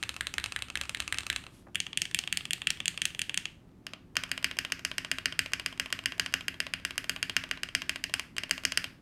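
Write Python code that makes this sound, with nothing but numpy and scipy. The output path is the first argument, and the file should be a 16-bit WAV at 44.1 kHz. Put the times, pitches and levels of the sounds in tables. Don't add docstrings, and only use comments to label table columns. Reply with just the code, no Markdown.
import sys
import numpy as np
from scipy import signal
from scipy.fft import rfft, irfft, next_fast_len
from scipy.io import wavfile
from scipy.ndimage import uniform_filter1d

SR = 44100
rng = np.random.default_rng(int(sys.argv[2]) if len(sys.argv) > 2 else 0)


def elevation(decibels):
    levels = np.asarray(decibels, float)
    return 10 ** (levels / 20)


def to_wav(sig):
    pcm = np.clip(np.atleast_2d(sig), -1, 1) * 32767
    pcm = np.round(pcm).astype(np.int16)
    wavfile.write(sys.argv[1], SR, pcm.T)


N = 397341

# pitch_hz, level_db (relative), t60_s
LEFT_MODES = [(908, -27, 0.017), (1320, 6, 0.011), (1665, 8, 0.0078), (2100, 8, 0.0087), (2603, 0.5, 0.017),
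              (3173, 8.5, 0.0051), (4005, 6, 0.0076), (4830, -9.5, 0.0064), (5030, -10, 0.0086),
              (6330, -4.5, 0.004), (7390, -9.5, 0.014), (8620, -0.5, 0.0051), (10800, -5.5, 0.0067),
              (13000, -33, 0.0079)]
RIGHT_MODES = [(770, -13, 0.037), (1240, 10.5, 0.0099), (1860, 3, 0.0095), (2400, 7.5, 0.011),
               (2720, 6.5, 0.013), (3283, 7, 0.011), (3620, -0.5, 0.01), (4450, -3.5, 0.0027),
               (6600, -10.5, 0.0095), (7240, -10.5, 0.016), (8650, 1.5, 0.0041), (9420, -16, 0.014),
               (10600, -14, 0.0068), (13000, -28, 0.002)]
SPACE_MODES = [(646, -2.5, 0.025), (1083, 3, 0.013), (1450.2, -1.5, 0.0065), (1584, 2.5, 0.008),
               (1931, 1.5, 0.0084), (2500, 7, 0.0053), (2836, -3, 0.028), (3169, -8.5, 0.027),
               (3970, -8, 0.0058), (4660, -12.5, 0.011), (5094, -12.5, 0.013), (6270, -11, 0.0055),
               (6740, -17, 0.0077), (7420, -2.5, 0.0099), (8210, -1, 0.0084), (9140, 2.5, 0.0038),
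               (10720, -5, 0.0077), (11300, -11.5, 0.02), (12870, 0, 0.0046)]
HAND_MOVES = [1.6, 3.7]
RANGE_EDGES = [400, 1450, 4200, 7000, 16500]
# pitch_hz, t60_s, then left_db, right_db, space_db (against the cap peak)
DESK_MODES = [(69.7, 0.28, -29, -42, -35.5), (101, 0.17, -30, -40.5, -32.5), (173, .22, -44.5, -38, -34.5),
              (160, 0.03, -56, -16, -34.5), (264.2, 0.29, -43.5, -47.5, -33.5),
              (361, 0.11, -41, -42, -38.5), (405, 0.028, -27, -46, -20)]
# delay_s, level_db
WALL_ECHOES = [(.0068, -21), (.011, -22.5), (0.022, -24), (0.0254, -24), (.046, -36.5)]
# frequency_hz, t60_s
ROOM_DECAY = [(300, 0.22), (1000, 0.43), (3000, 0.32), (8000, 0.37), (15000, 0.47)]
# frequency_hz, level_db
ABSORPTION = [(400, -2.5), (1500, -1), (4000, -5.5), (9000, -10.5), (15000, -4)]
# (per Hz, relative)
AIR_COLOUR = [(15, -51), (25, -4), (70, -4.5), (108, 0), (146, -3.5), (177, -3), (304, -7), (389, -11),
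              (445, -17.5), (1010, -25), (4860, -41.5), (14800, -49), (16500, -56)]
# level_db, t60_s
TOUCH_SWELLS = [(-44, .04), (-50, 0.06)]
# level_db (against the modes), t60_s
CLATTER = [(-12, 0.068), (-12, 0.003), (-4, 0.005), (-2.5, 0.011)]
TOUCHDOWNS = [1.668, 1.684]
# time_s, level_db
BRUSH_LEVEL = [(1.5, -71), (1.545, -62), (1.6, -64), (1.64, -74), (1.74, -87.5)]
# start_s, cap_peak_db, crispness_db (added to stem and tick)
KEY_PRESSES = [(0.0278, -17.5, 2), (0.0923, -17, -0.5), (0.2087, -15.5, 1.5), (0.2695, -18, -0.5),
               (0.3819, -14, 1), (0.4408, -17, 0), (0.562, -15.5, 1), (0.6222, -18.5, -2.5),
               (0.755, -15, 0.5), (0.8127, -17, 0), (0.9474, -17, 0), (1.0023, -16, 1), (1.1248, -13.5, 0),
               (1.1849, -16, 1.5), (1.3005, -13.5, 2), (1.3617, -15.5, -0.5), (1.7556, -13.5, -1),
               (1.8025, -16.5, -1.5), (1.9738, -12.5, 1.5), (2.0183, -14, -1), (2.146, -10.5, 0.5),
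               (2.1892, -16, -1.5), (2.3261, -13, 1.5), (2.3723, -16, 0.5), (2.5077, -15, -1),
               (2.5327, -16, -1), (2.6709, -9, -3), (2.7042, -14.5, 0.5), (2.8567, -16, 2),
               (2.8799, -13.5, 0), (3.018, -13.5, 0.5), (3.0541, -14, -1), (3.1926, -16.5, 0.5),
               (3.2169, -16.5, -1.5), (3.3432, -19.5, -0.5), (3.3752, -13.5, 0), (3.8669, -25, 0.5),
               (4.1676, -11, -0.5), (4.3153, -14.5, 1), (4.4438, -11.5, 0.5), (4.5876, -13.5, 1),
               (4.7209, -14.5, 1), (4.8495, -16, 2.5), (4.9817, -15, 1), (5.1147, -12, -1),
               (5.257, -11, -1), (5.3914, -10.5, -0.5), (5.5343, -13.5, 0.5), (5.661, -15, 1),
               (5.7976, -13, -2), (5.926, -14, 0), (6.0581, -11.5, -0.5), (6.1965, -10.5, 0.5),
               (6.339, -10, 0), (6.4818, -14, -3), (6.6025, -14, -0.5), (6.7368, -15.5, -1.5),
               (6.85, -15, 1), (6.979, -15.5, 2), (7.0948, -12.5, 1.5), (7.2277, -13, 0), (7.3656, -10, -1),
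               (7.5119, -13.5, -2), (7.633, -16.5, -3), (7.7499, -11, -0.5), (7.894, -13.5, 0),
               (8.0395, -17, 2.5), (8.1389, -12.5, 2), (8.3821, -16, -1), (8.51, -11, 2.5),
               (8.6512, -11.5, 3), (8.774, -10.5, 1.5)]
# start_s, cap_peak_db, crispness_db (added to stem and tick)
KEY_RELEASES = [(0.1418, -34, -3), (0.1644, -26, -4), (0.3396, -22.5, -1), (0.5219, -24, -1.5),
                (0.6845, -36, -6), (0.701, -25.5, -5.5), (0.854, -34, -4.5), (0.8942, -19.5, -4.5),
                (1.078, -22.5, -0.5), (1.2331, -32, -7), (1.2664, -23.5, -1), (1.4392, -36, -9),
                (1.4661, -31, -11), (1.8664, -23.5, -2), (1.9306, -24.5, -2.5), (2.054, -23, 3.5),
                (2.1124, -30, 2.5), (2.2378, -25.5, -2.5), (2.2753, -18, -1), (2.4078, -28.5, -8.5),
                (2.4538, -23, 2), (2.618, -21, -2.5), (2.7722, -36, 2), (2.803, -18.5, -0.5),
                (2.9427, -38.5, 1), (2.9757, -22, 3.5), (3.1043, -37.5, 2), (3.148, -27, 0.5),
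                (3.295, -18, -0.5), (3.455, -19, 0.5), (3.9348, -28.5, 3), (4.2363, -21.5, 3.5),
                (4.3771, -22.5, 3), (4.5121, -22, -3), (4.6492, -21, 0), (4.793, -34, 5), (4.9146, -23, 0),
                (5.0474, -23, -0.5), (5.1845, -22.5, 2.5), (5.324, -25.5, 0.5), (5.4603, -25.5, -0.5),
                (5.5968, -22.5, 2), (5.7262, -31.5, -1.5), (5.8593, -27, 0), (5.99, -24.5, -2.5),
                (6.121, -24.5, -4), (6.2612, -21, 2), (6.4085, -29.5, 0.5), (6.542, -34.5, -3),
                (6.6666, -23.5, -1), (6.7984, -42, 0), (6.9075, -25.5, 1), (7.0424, -26.5, 1.5),
                (7.162, -24, 0.5), (7.2963, -19, 3), (7.438, -24.5, -0.5), (7.574, -32.5, -4),
                (7.6879, -30, -3), (7.8188, -21.5, 1), (7.9588, -22, 1.5), (8.096, -35.5, 1),
                (8.1954, -19, 4), (8.4348, -21.5, 0.5), (8.5787, -26, 0), (8.7207, -19.5, 4.5),
                (8.8421, -20.5, 3)]
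# start_s, cap_peak_db
LIGHT_TICKS = [(.0356, -20.5), (0.3988, -28), (0.4601, -21), (.5899, -30), (0.773, -23), (0.8358, -30),
               (.9715, -29.5), (0.9972, -36.5), (1.022, -31.5), (1.144, -24), (1.174, -31), (1.2062, -29),
               (1.328, -24.5), (1.747, -31.5), (2.58, -40), (4.155, -30), (4.2922, -41), (4.427, -33),
               (4.569, -34), (4.701, -40.5), (5.519, -39), (5.7761, -39), (5.903, -34.5), (6.038, -39),
               (6.18, -37), (6.325, -38), (6.957, -42), (7.4905, -42), (8.3658, -29), (8.4943, -33.5),
               (8.636, -32)]
# start_s, cap_peak_db, crispness_db
EARLIER_RELEASE = (-0.045, -24, 0)
# case_db, stem_db, tick_db (base levels against the cap), longest_mode_db (added to that mode)
CONTACT_COLOUR = [
    [(-21.5, -17, -8.5, -29.5), (-12.5, -3.5, -1.5, 9), (-14.5, -9, -5.5, 8), (-16, -9.5, -4, 0.5)],
    [(-31, -8.5, -3, 1.5), (-16.5, -7.5, -10, -1), (-14.5, -6.5, -2.5, 1), (-22.5, 0, 0, 12.5)],
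    [(-17.5, -4.5, -5, -0.5), (-13.5, -8.5, -9, -2.5), (-13.5, -6, -4.5, -2)],
]
# centre_hz, width_hz, boost_db
CAP_CAVITIES = [
    [(7330, 200, 5.5), (8550, 580, 10.5)],
    [(7400, 200, -0.5), (8550, 390, 3)],
    [(2840, 160, 0.5), (4950, 540, 2.5)],
]
CONTACT_TILT = [(-3, -1.5, -3, 3), (0, 0, 0, 2), (0, 2.8, -2)]


def along(points, hz):
    point_hz, value = np.transpose(points)
    return np.interp(np.log(hz + 1), np.log(point_hz + 1), value)


def coloured(x, spectrum):
    length = x.shape[-1]
    size = next_fast_len(length + 8192)
    gain = elevation(along(spectrum, np.fft.rfftfreq(size, 1 / SR)))
    return irfft(rfft(x, size) * gain, size)[..., :length]


def peak_one(x):
    return x / np.abs(x).max()


def keys():
    out = np.zeros(N + 2 * SR)
    t = np.arange(SR // 3) / SR
    rows = list(contacts())
    chance = rng.standard_normal((len(rows), 3, 20))
    grits = rng.standard_normal((len(rows), SR // 16))
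    tails = room_tails(count=len(rows))
    desk_hz, desk_t60, *desk_db = np.transpose(DESK_MODES)
    for (start_s, side, cap_db, *colour), draw, grit, tail in zip(rows, chance, grits, tails):
        at = round((start_s + 1) * SR)
        modes = [LEFT_MODES, RIGHT_MODES, SPACE_MODES][side]
        direct = knock(modes, cap_db, *colour, draw[:2], grit)
        thump_db = cap_db + desk_db[side] + 1.5 * draw[2, :len(DESK_MODES)]
        thump = ringing(desk_hz, thump_db, desk_t60, t, attack_s=.007).sum(axis=0)
        wet = reflected(direct, tail, CAP_CAVITIES[side], blur_octaves=.3)
        for sound in (direct, wet, thump):
            out[at:at + len(sound)] += sound
    return out[SR:SR + N]


def contacts():
    press, release, tick, second_finger = range(4)
    roll_s = .07
    case_lags, usual_db = 0.43, -18
    gaps = np.diff([-1] + [row[0] for row in KEY_PRESSES])
    rows = [(*row, second_finger if gap < roll_s else press) for row, gap in zip(KEY_PRESSES, gaps)]
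    rows += [(*row, release) for row in [EARLIER_RELEASE, *KEY_RELEASES]]
    rows += [(*row, 0, tick) for row in LIGHT_TICKS]
    for start_s, cap_db, crisp_db, kind in rows:
        side = np.searchsorted(HAND_MOVES, start_s)
        case_db, stem_db, tick_db, longest_db = CONTACT_COLOUR[side][kind]
        case_db = case_db - case_lags * (cap_db - usual_db)
        yield (start_s, side, cap_db, case_db, stem_db + crisp_db, tick_db + crisp_db,
               longest_db, CONTACT_TILT[side][kind])


def knock(modes, cap_db, case_db, stem_db, tick_db, longest_db, tilt_db, chance, grit):
    hz, db, t60 = np.transpose(modes)
    t = np.arange(len(grit)) / SR
    scatter, detune = chance[:, :len(hz)]
    db = db + .8 * scatter + longest_db * (t60 == t60.max())
    loose = np.clip((-13.5 - cap_db) / 22, 0, 1)
    force = .1 * loose * grit[::-1] * elevation(-60 * t / .009)
    force[0] = 1
    octaves = np.log2(hz / 2600)
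    db = db + (tilt_db + 9 * loose) * octaves * (np.abs(octaves) < .8)
    rings = ringing(hz * (1 + .005 * detune), db, t60, t, attack_s=.00008)
    mode_range = np.searchsorted(RANGE_EDGES, hz) - 1
    out = 0
    for k, level_db in enumerate(cap_db + np.array([case_db, 0, stem_db, tick_db])):
        clatter_db, clatter_t60 = CLATTER[k]
        band = signal.butter(2, RANGE_EDGES[k:k + 2], "bandpass", fs=SR, output="sos")
        clatter = peak_one(signal.sosfilt(band, grit * elevation(-60 * t / clatter_t60)))
        sound = peak_one(rings[mode_range == k].sum(axis=0)) + elevation(clatter_db) * clatter
        if k == 1:
            snap_hz, snap_db, snap_t60 = 2264, -6, 0.0035
            snap = np.sin(2 * np.pi * snap_hz * t) * elevation(-60 * t / snap_t60)
            sound = sound + elevation(snap_db) * peak_one(signal.sosfilt(band, snap))
        struck = signal.fftconvolve(sound, force)[:len(t)]
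        out = out + elevation(level_db) * peak_one(struck)
    return out


def ringing(hz, db, t60, t, attack_s):
    sense = np.where(hz < RANGE_EDGES[1], 1, (-1.) ** np.arange(len(hz)))
    sines = np.sin(2 * np.pi * hz[:, None] * t)
    decay = elevation(-60 * t / t60[:, None])
    return (sense * elevation(db))[:, None] * sines * decay * (1 - np.exp(-t / attack_s))


def reflected(direct, tail, cavity, blur_octaves):
    walls = np.zeros(SR // 16)
    for delay_s, db in WALL_ECHOES:
        walls[round(delay_s * SR)] = elevation(db)
    early = signal.fftconvolve(direct, coloured(walls, ABSORPTION))
    hz = np.fft.rfftfreq(len(tail), 1 / SR)
    level = np.log(np.abs(rfft(direct, len(tail))) + 1e-9)
    octaves = np.log2(hz + 50)
    grid = np.arange(octaves[0], octaves[-1], .01)
    width = round(blur_octaves / .01)
    blurred = uniform_filter1d(uniform_filter1d(np.interp(grid, octaves, level), width), width)
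    smooth = np.exp(np.interp(octaves, grid, blurred))
    sings_db = sum(db / (1 + ((hz - centre_hz) / width_hz) ** 2) for centre_hz, width_hz, db in cavity)
    wet = irfft(rfft(tail) * smooth * elevation(sings_db), len(tail))
    wet[:len(early)] += early
    return wet


def room_tails(count):
    length = SR // 2
    hz, t, noise = signal.stft(rng.standard_normal((count, length)), SR, nperseg=256)
    decay = elevation(-60 * t / along(ROOM_DECAY, hz)[:, None])
    tail = signal.istft(noise * decay, SR, nperseg=256)[1][:, :length]
    tail *= 1 - np.exp(-np.arange(length) / SR / 0.00042)
    tail = tail * elevation(-5.5) / np.linalg.norm(tail, axis=1, keepdims=True)
    return coloured(tail, ABSORPTION)


def finger_brush():
    colour = [(1000, -2.5), (3000, 2.5), (7000, -3), (12000, 2), (16000, -12.0)]  # (Hz, dB)
    hiss = coloured(rng.standard_normal(N), colour)
    level_db = np.interp(np.arange(N) / SR, *np.transpose(BRUSH_LEVEL))
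    return elevation(level_db) * hiss / hiss.std()


def hand_touchdowns():
    t = np.arange(N) / SR
    colour = [(250, -21), (600, 2), (1300, -7), (2200, -17), (5000, -46)]  # (Hz, dB)
    puff = coloured(rng.standard_normal(N), colour)
    shape = 0
    for start_s, (db, t60) in zip(TOUCHDOWNS, TOUCH_SWELLS):
        since = np.clip(t - start_s, 0, 1)
        shape = shape + elevation(db - 60 * since / t60) * (1 - np.exp(-since / .001))
    return shape * puff / puff.std()


def air():
    noise = coloured(rng.standard_normal(N), AIR_COLOUR)
    return elevation(-55.5) * noise / noise.std()


def scene():
    roll_off = signal.butter(3, 10900, fs=SR, output="sos")
    played = keys() + finger_brush() + hand_touchdowns()
    return (signal.sosfilt(roll_off, played) + air())[None]


def top_cut(x):
    return signal.sosfilt(signal.butter(12, 16820, fs=SR, output="sos"), x)


def record(dry):
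    return top_cut(dry)


dry = scene()
out = record(dry)
to_wav(out)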